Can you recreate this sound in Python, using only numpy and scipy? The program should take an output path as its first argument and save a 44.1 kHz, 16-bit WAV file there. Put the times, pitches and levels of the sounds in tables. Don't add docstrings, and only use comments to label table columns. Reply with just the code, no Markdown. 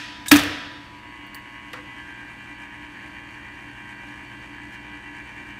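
import sys
import numpy as np
from scipy import signal
from scipy.fft import rfft, irfft, next_fast_len
from scipy.io import wavfile

SR = 44100
rng = np.random.default_rng(int(sys.argv[2]) if len(sys.argv) > 2 else 0)


def transcribe(signal):
    frames = np.atleast_2d(signal).T
    limited = np.clip(frames, -1, 1)
    pcm = np.round(limited * 32767).astype(np.int16)
    wavfile.write(sys.argv[1], SR, pcm)


N = 246546
TIME = np.arange(N) / SR
TAIL_TIME = np.arange(65536) / SR

# (frequency [Hz], level [dB/Hz])
AIR_BED = [(22, -96.5), (42, -77), (62, -75), (100, -75), (160, -79), (240, -77), (300, -72), (400, -90.5),
           (520, -86.5), (750, -87), (1400, -89), (2600, -85), (4000, -99), (5300, -104), (6500, -103),
           (8000, -108), (11000, -111), (15000, -121)]
# (time [s], speed [Hz])
SHAFT_SPEED = [(1.05, 57.27), (1.27, 57.04), (1.5, 57.16), (2.62, 56.36), (3.22, 56.8), (3.92, 56.24),
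               (4.68, 56.73), (5.26, 56.08), (5.5, 56)]
# (time [s], load [0-1])
GEAR_LOAD = [(0, 0.01), (.92, 0.18), (1.12, 0.58), (1.7, 0.6), (2.08, 0.96), (5.59, 0.96)]
# (frequency [Hz], level [dB/Hz])
TOOTH_RASP = [(400, -105), (800, -84), (1300, -88.5), (1600, -79.5), (1850, -76.5), (2100, -79),
              (2330, -75), (2550, -82.5), (3000, -83), (3350, -96), (5500, -104), (8200, -104),
              (9600, -108), (15000, -122)]
# (shaft order, magnetic
# sideband, level [dB], boost when running free [dB])
ROTOR_TONES = [(12, 0, -69, 8.5), (15, 0, -60, 0.5), (16, 0, -59.5, 0), (17, 0, -53.5, 4.5),
               (17, 2, -63, 4), (26, 0, -67, 2), (28, 0, -53.5, -8)]
# (shaft order, magnetic sideband, level [dB], loudest at load [1 = full])
MESH_TONES = [(14, 0, -63, 1.05), (17, 1, -52, 0.63), (18, 0, -61, .7), (27, 0, -61.5, .85),
              (29, 0, -60, 0.77), (28, 1, -51.5, 1), (35, -1, -59, .95), (35, 0, -48.5, .75),
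              (35, 1, -56.5, 0.53), (42, -1, -53.5, 0.66), (42, 0, -51, 1.1), (42, 1, -63, .58),
              (49, -1, -61, 0.6), (49, 0, -55.5, .8), (49, 1, -55.5, .55), (54, 0, -63.5, 1.07),
              (56, -1, -65, .8), (56, 0, -60.5, .82)]
# (time [s], half width [s], shaft order, boost [dB])
TONE_SWELLS = [(2.15, .18, 28, 8), (4.05, .2, 28, 3), (5.45, .18, 42, 4)]
# (period [shaft turns], swing [dB])
ECCENTRIC_GEARS = [(8, 0.8), (6, 1.26)]
# (frequency [Hz], level [dB/Hz])
HOUSING_SING = [(3900, -125), (4380, -102), (4490, -89), (4600, -99), (5100, -125)]
# (frequency [Hz], final level [dB/Hz])
FAINT_WHISTLE = [(7300, -125), (8150, -98), (8900, -125)]
# (frequency [Hz], level [dB])
HUM_TONES = [(40.3, -70), (59.2, -59), (120, -54.5), (204.6, -56), (289.2, -56.5), (296.2, -52.5),
             (300, -61), (303.3, -72), (333.2, -59), (360, -63), (396, -69.5), (480, -75)]
# (frequency [Hz], level [dB], t60 [s])
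HALL_REVERB = [(80, -13, 1.8), (288, -14, 0.68), (479, -5, .8), (700, -6.5, 0.89), (950, -9.5, 0.6),
               (1350, -6.5, 1.06), (2400, -8.5, 0.97), (3576, -9, 1.17), (5554, -14, 0.99),
               (8000, -18.5, 0.68), (14000, -15.5, .3)]
# (frequency [Hz], gain [dB])
EARLIER_EQ = [(300, -9), (1000, -6.5), (2500, 1), (8000, 5), (14000, 0)]
# (time [s], tick level [dB/Hz], tick centre [Hz], tick t60 [s], ring [Hz], ring level [dB], ring t60 [s])
SWITCH_CLICKS = [(0.2605, -61.5, 1996, 0.09, 1640, -34, 0.25),
                 (0.2829, -58.5, 7800, 0.067, 3700, -25, 0.084),
                 (1.266, -94, 14000, 0.043, 14700, -64, .05), (1.346, -79.5, 9000, 0.052, 4480, -37, 0.031),
                 (1.346, -79, 14000, .03, 9878, -51, .06), (1.3502, -87, 14500, 0.053, 14400, -46, 0.13),
                 (1.732, -59.5, 1940, 0.037, 11400, -46, .03), (1.7353, -64.5, 1310, 0.22, 495, -42, 0.45)]
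# (time [s], half width [s], centre [Hz], level [dB/Hz])
SLIDE_RUBS = [(0.272, 0.0086, 9000, -82), (0.316, .003, 3240, -45), (4.74, 0.023, 5670, -93)]
# (time [s], level [dB], extra crack [dB])
PLUNGER_HITS = [(0.3147, -7.5, 4), (.3160, 0, -0.5), (0.3208, -12.5, -6), (0.3604, -11.5, 1),
                (0.367, -16.5, 3), (0.3882, -21, 1), (.3935, -19.5, 1), (0.435, -24.5, -1.5)]
# (frequency [Hz], level [dB], t60 [s])
CASING_MODES = [(1312, -12, 0.045), (1672, -11, 0.037), (1678, -23.5, 0.29), (1970, -27.5, 0.38),
                (2340, -34.5, 0.14), (2430, -2, 0.022), (2650, -30, 0.38), (3430, -16.5, .05),
                (3595, -29.5, .25), (4340, -28.5, 0.053), (4700, -39, 0.023), (5850, -11, .022)]
# (frequency [Hz], level [dB/Hz], t60 [s])
STEEL_CRACK = [(200, -73, .1), (800, -58.5, 0.033), (1483, -35.5, 0.048), (2340, -45, 0.035),
               (3487, -49, 0.062), (5910, -45, 0.036), (10020, -50.5, 0.05), (15000, -52.5, 0.041)]
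# (frequency [Hz], level [dB/Hz], t60 [s])
PARTS_SHIVER = [(25.52, -94, .3), (70, -43, .4), (250, -49.5, 0.42), (494, -50, 0.44), (900, -51.5, 0.49),
                (1610, -46, .3), (3553, -50, 0.47), (7040, -63.5, 0.37), (15000, -60, .23)]
# (frequency [Hz], level [dB], t60 [s], attack [s])
COVER_MODES = [(291.4, 7, 0.138, .012), (265.5, -9, 0.18, 0.0081), (96.2, -25, 0.52, 0.016),
               (203.3, -23.5, .2, .008)]

MAINS_HZ, PINION_TEETH = 60, 7
FREE_HZ, LOADED_HZ = 57.9, 56.25


def undb(db):
    return np.exp(np.asarray(db) * (np.log(10) / 20))


def curve(rows):
    return np.interp(TIME, *np.transpose(rows))


def walk(rate):
    step = max(int(SR / rate), 1)
    knots = rng.standard_normal(N // step + 2)
    return 1.16 * (knots[:-1, None] + np.diff(knots)[:, None] * np.arange(step) / step).ravel()[:N]


def bump(s, half):
    return np.exp(-np.minimum(((TIME - s) / half) ** 2, 20))


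def fade(t60):
    return np.exp(-np.minimum(np.log(1000) * TAIL_TIME / t60, 20))


def delay(x, s, size=N):
    return np.pad(x, (max(int(s * SR), 0), max(size - len(x), 0)))[:size]


def colour(x, rows):
    hz, db = np.transpose(rows)[:2]
    size = next_fast_len(len(x))
    pitch = np.log(np.fft.rfftfreq(size, 1 / SR) + 1)
    return irfft(rfft(x, size) * undb(np.interp(pitch, np.log(hz), db)), size)[:len(x)]


def bands(x, hz):
    size = next_fast_len(len(x), True)
    spectrum = rfft(x, size)
    pitch = np.log(np.fft.rfftfreq(size, 1 / SR) + 1)
    masks = (np.interp(pitch, np.log(hz), share) for share in np.eye(len(hz)))
    return [irfft(spectrum * mask, size)[:len(x)] for mask in masks]


def noise(size=N):
    return rng.standard_normal(size) * np.sqrt(SR / 2)


def hiss(hz, db, skirt_db=-26):
    return colour(noise(len(TAIL_TIME)), [(hz / 6, db + skirt_db), (hz, db), (hz * 20, db + 2 * skirt_db)])


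def sine(cycles):
    return np.sqrt(2) * np.sin(np.float32(2 * np.pi * (cycles - np.floor(cycles))))


def ring(hz, db, t60):
    return undb(db) * fade(t60) * np.sin(2 * np.pi * hz * TAIL_TIME)


def burst(rows, hits=((0, 0),)):
    hz, _, t60s = np.transpose(rows)
    size = len(TAIL_TIME)
    out = 0
    for band, t60 in zip(bands(colour(noise(size), rows), hz), t60s):
        energy = sum(delay(undb(db) * fade(t60), s, size) ** 2 for s, db in hits)
        out += band * np.sqrt(energy)
    return out


def ventilation(waver_db=.92):
    return colour(noise(), AIR_BED) * undb(waver_db * walk(8.1))


def tooth_rasp(turns, load, grind_db, level_db=-2.5, free_db=-7, flicker_db=2):
    angle = 2 * np.pi * turns
    mesh = 1 + .71 * np.cos(PINION_TEETH * angle)
    lopsided = 1 + .4 * (np.cos(angle) + np.cos(2 * angle))
    pull = 1 + .2 * np.cos(2 * np.pi * 2 * MAINS_HZ * TIME)
    rasp = bands(colour(noise() * mesh * lopsided * pull, TOOTH_RASP), [1208, 1777, 2390, 3100, 5080])
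    low, mid, grind, edge, sizzle = (band * undb(flicker_db * walk(24)) for band in rasp)
    total = low + mid + grind * undb(grind_db) + edge + sizzle * undb(-2 * (1 - load))
    return total * undb(level_db + free_db * (1 - load) ** 2)


def housing(x, t60=.12):
    response = rng.standard_normal(len(TAIL_TIME)) * fade(t60)
    wet = signal.fftconvolve(x, response / np.linalg.norm(response))[:N]
    return (x + wet) / np.sqrt(2)


def churn(turns, slip=.24):
    return np.cos(2 * np.pi * (turns / round(ECCENTRIC_GEARS[0][0]) + rng.random() + slip * walk(3.9)))


def whine(turns, load, off_load_db=-41, waver_db=2, churn_db=1.34, flutter_rad=.11):
    tones = [(order, side, db + free_db * (1 - load)) for order, side, db, free_db in ROTOR_TONES]
    tones += [(order, side, db + off_load_db * (load - best) ** 2) for order, side, db, best in MESH_TONES]
    churns = [churn_db * churn(turns) for _ in range(3)]
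    out = 0
    for k, (order, side, db) in enumerate(tones):
        cycles = order * turns + side * 2 * MAINS_HZ * TIME + rng.random()
        surge_db = sum(boost * bump(s, half) for s, half, which, boost in TONE_SWELLS
                       if which == order and side == 0)
        unsteady = min(order * FREE_HZ / 1800, 1)
        gain = undb(db + surge_db + unsteady * (waver_db * walk(14) + churns[k % 3]))
        out += gain * sine(cycles + flutter_rad * walk(45) / (2 * np.pi))
    return out


def throb(turns, tightest_s=2.63, uneven_db=.48):
    since = turns - np.interp(tightest_s, TIME, turns)
    swing_db = sum(db * np.cos(2 * np.pi * since / round(period)) for period, db in ECCENTRIC_GEARS)
    return swing_db + uneven_db * walk(14)


def singing(turns, load, churn_db=2.5, waver_db=2, free_db=2):
    band = colour(noise(), HOUSING_SING)
    return band * undb(churn_db * churn(turns) + waver_db * walk(2.9) + free_db * (1 - load))


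def whistle(rise_db_per_s=.5):
    return colour(noise(), FAINT_WHISTLE) * undb(rise_db_per_s * (TIME - TIME[-1]))


def hum(start_db=-3, rise_db_per_s=.67, drift_rad=.35):
    out = 0
    for hz, db in HUM_TONES:
        gain = undb(db + walk(2.8))
        out += gain * sine(hz * TIME + rng.random() + drift_rad * walk(3.5) / (2 * np.pi))
    return out * undb(start_db + rise_db_per_s * TIME)


def motor(take_up_s=.9, backlash_turns=.0034, strain_db_per_hz=1.2, grind_db_per_hz=3):
    load = curve(GEAR_LOAD)
    speed = curve([(take_up_s, FREE_HZ), *SHAFT_SPEED])
    slowed_hz = LOADED_HZ - speed
    turns = np.cumsum(speed) / SR + backlash_turns * walk(14)
    rasp = housing(tooth_rasp(turns, load, grind_db=grind_db_per_hz * slowed_hz - .5))
    strain_db = strain_db_per_hz * slowed_hz * load - .3
    train = (whine(turns, load) + rasp) * undb(strain_db + throb(turns))
    return train + singing(turns, load) + whistle() + hum()


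def hall(x, predelay_s=.03, build_s=.052):
    response = burst(HALL_REVERB) * (1 - np.exp(-TAIL_TIME / build_s)) * 2 * np.pi / SR
    return delay(signal.fftconvolve(x, response), predelay_s)


def earlier_snap(snap, lead_s=.5, level_db=-5):
    echo = np.pad(hall(colour(snap, EARLIER_EQ)), (0, N))
    return echo[int(lead_s * SR):][:N] * undb(level_db)


def switches(detune=.035):
    ticks = 0
    for s, db, hz, t60, ring_hz, ring_db, ring_t60 in SWITCH_CLICKS:
        pair = ring(ring_hz, ring_db - 2, ring_t60) + ring(ring_hz * (1 + detune), ring_db - 4, ring_t60)
        ticks += delay(hiss(hz, db) * fade(t60) + pair, s)
    rubs = sum(delay(hiss(hz, db), s - .5) * bump(s, half) for s, half, hz, db in SLIDE_RUBS)
    return ticks + rubs


def solenoid(cover_s=.319, shiver_db=-1, rebound_s=.3595, rebound_db=-4):
    casing = sum(ring(hz, db, t60) for hz, db, t60 in CASING_MODES)
    rings = sum(undb(db) * delay(casing, s) for s, db, _ in PLUNGER_HITS)
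    crack = delay(burst(STEEL_CRACK, [(s, db + extra_db) for s, db, extra_db in PLUNGER_HITS]), 0)
    cover = sum(ring(hz, db, t60) * (1 - np.exp(-TAIL_TIME / attack)) for hz, db, t60, attack in COVER_MODES)
    thump = delay(cover, cover_s) + undb(rebound_db) * delay(cover * fade(.03), rebound_s)
    shiver = undb(shiver_db) * delay(burst(PARTS_SHIVER), PLUNGER_HITS[0][0])
    return crack + thump + shiver, rings


def scene(click_send_db=-8, ring_send_db=-7):
    clack, rings = solenoid()
    clicks = switches()
    snap_send = clack + undb(ring_send_db) * rings
    echo = hall(snap_send + undb(click_send_db) * clicks)
    return (earlier_snap(snap_send) + ventilation() + motor() + clicks + clack + rings + echo)[None]


def record(dry, top_hz=15500):
    lowpass = signal.ellip(10, .1, 90, top_hz, fs=SR, output="sos")
    return signal.sosfilt(lowpass, np.clip(dry, -1, 1))


dry = scene()
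out = record(dry)
transcribe(out)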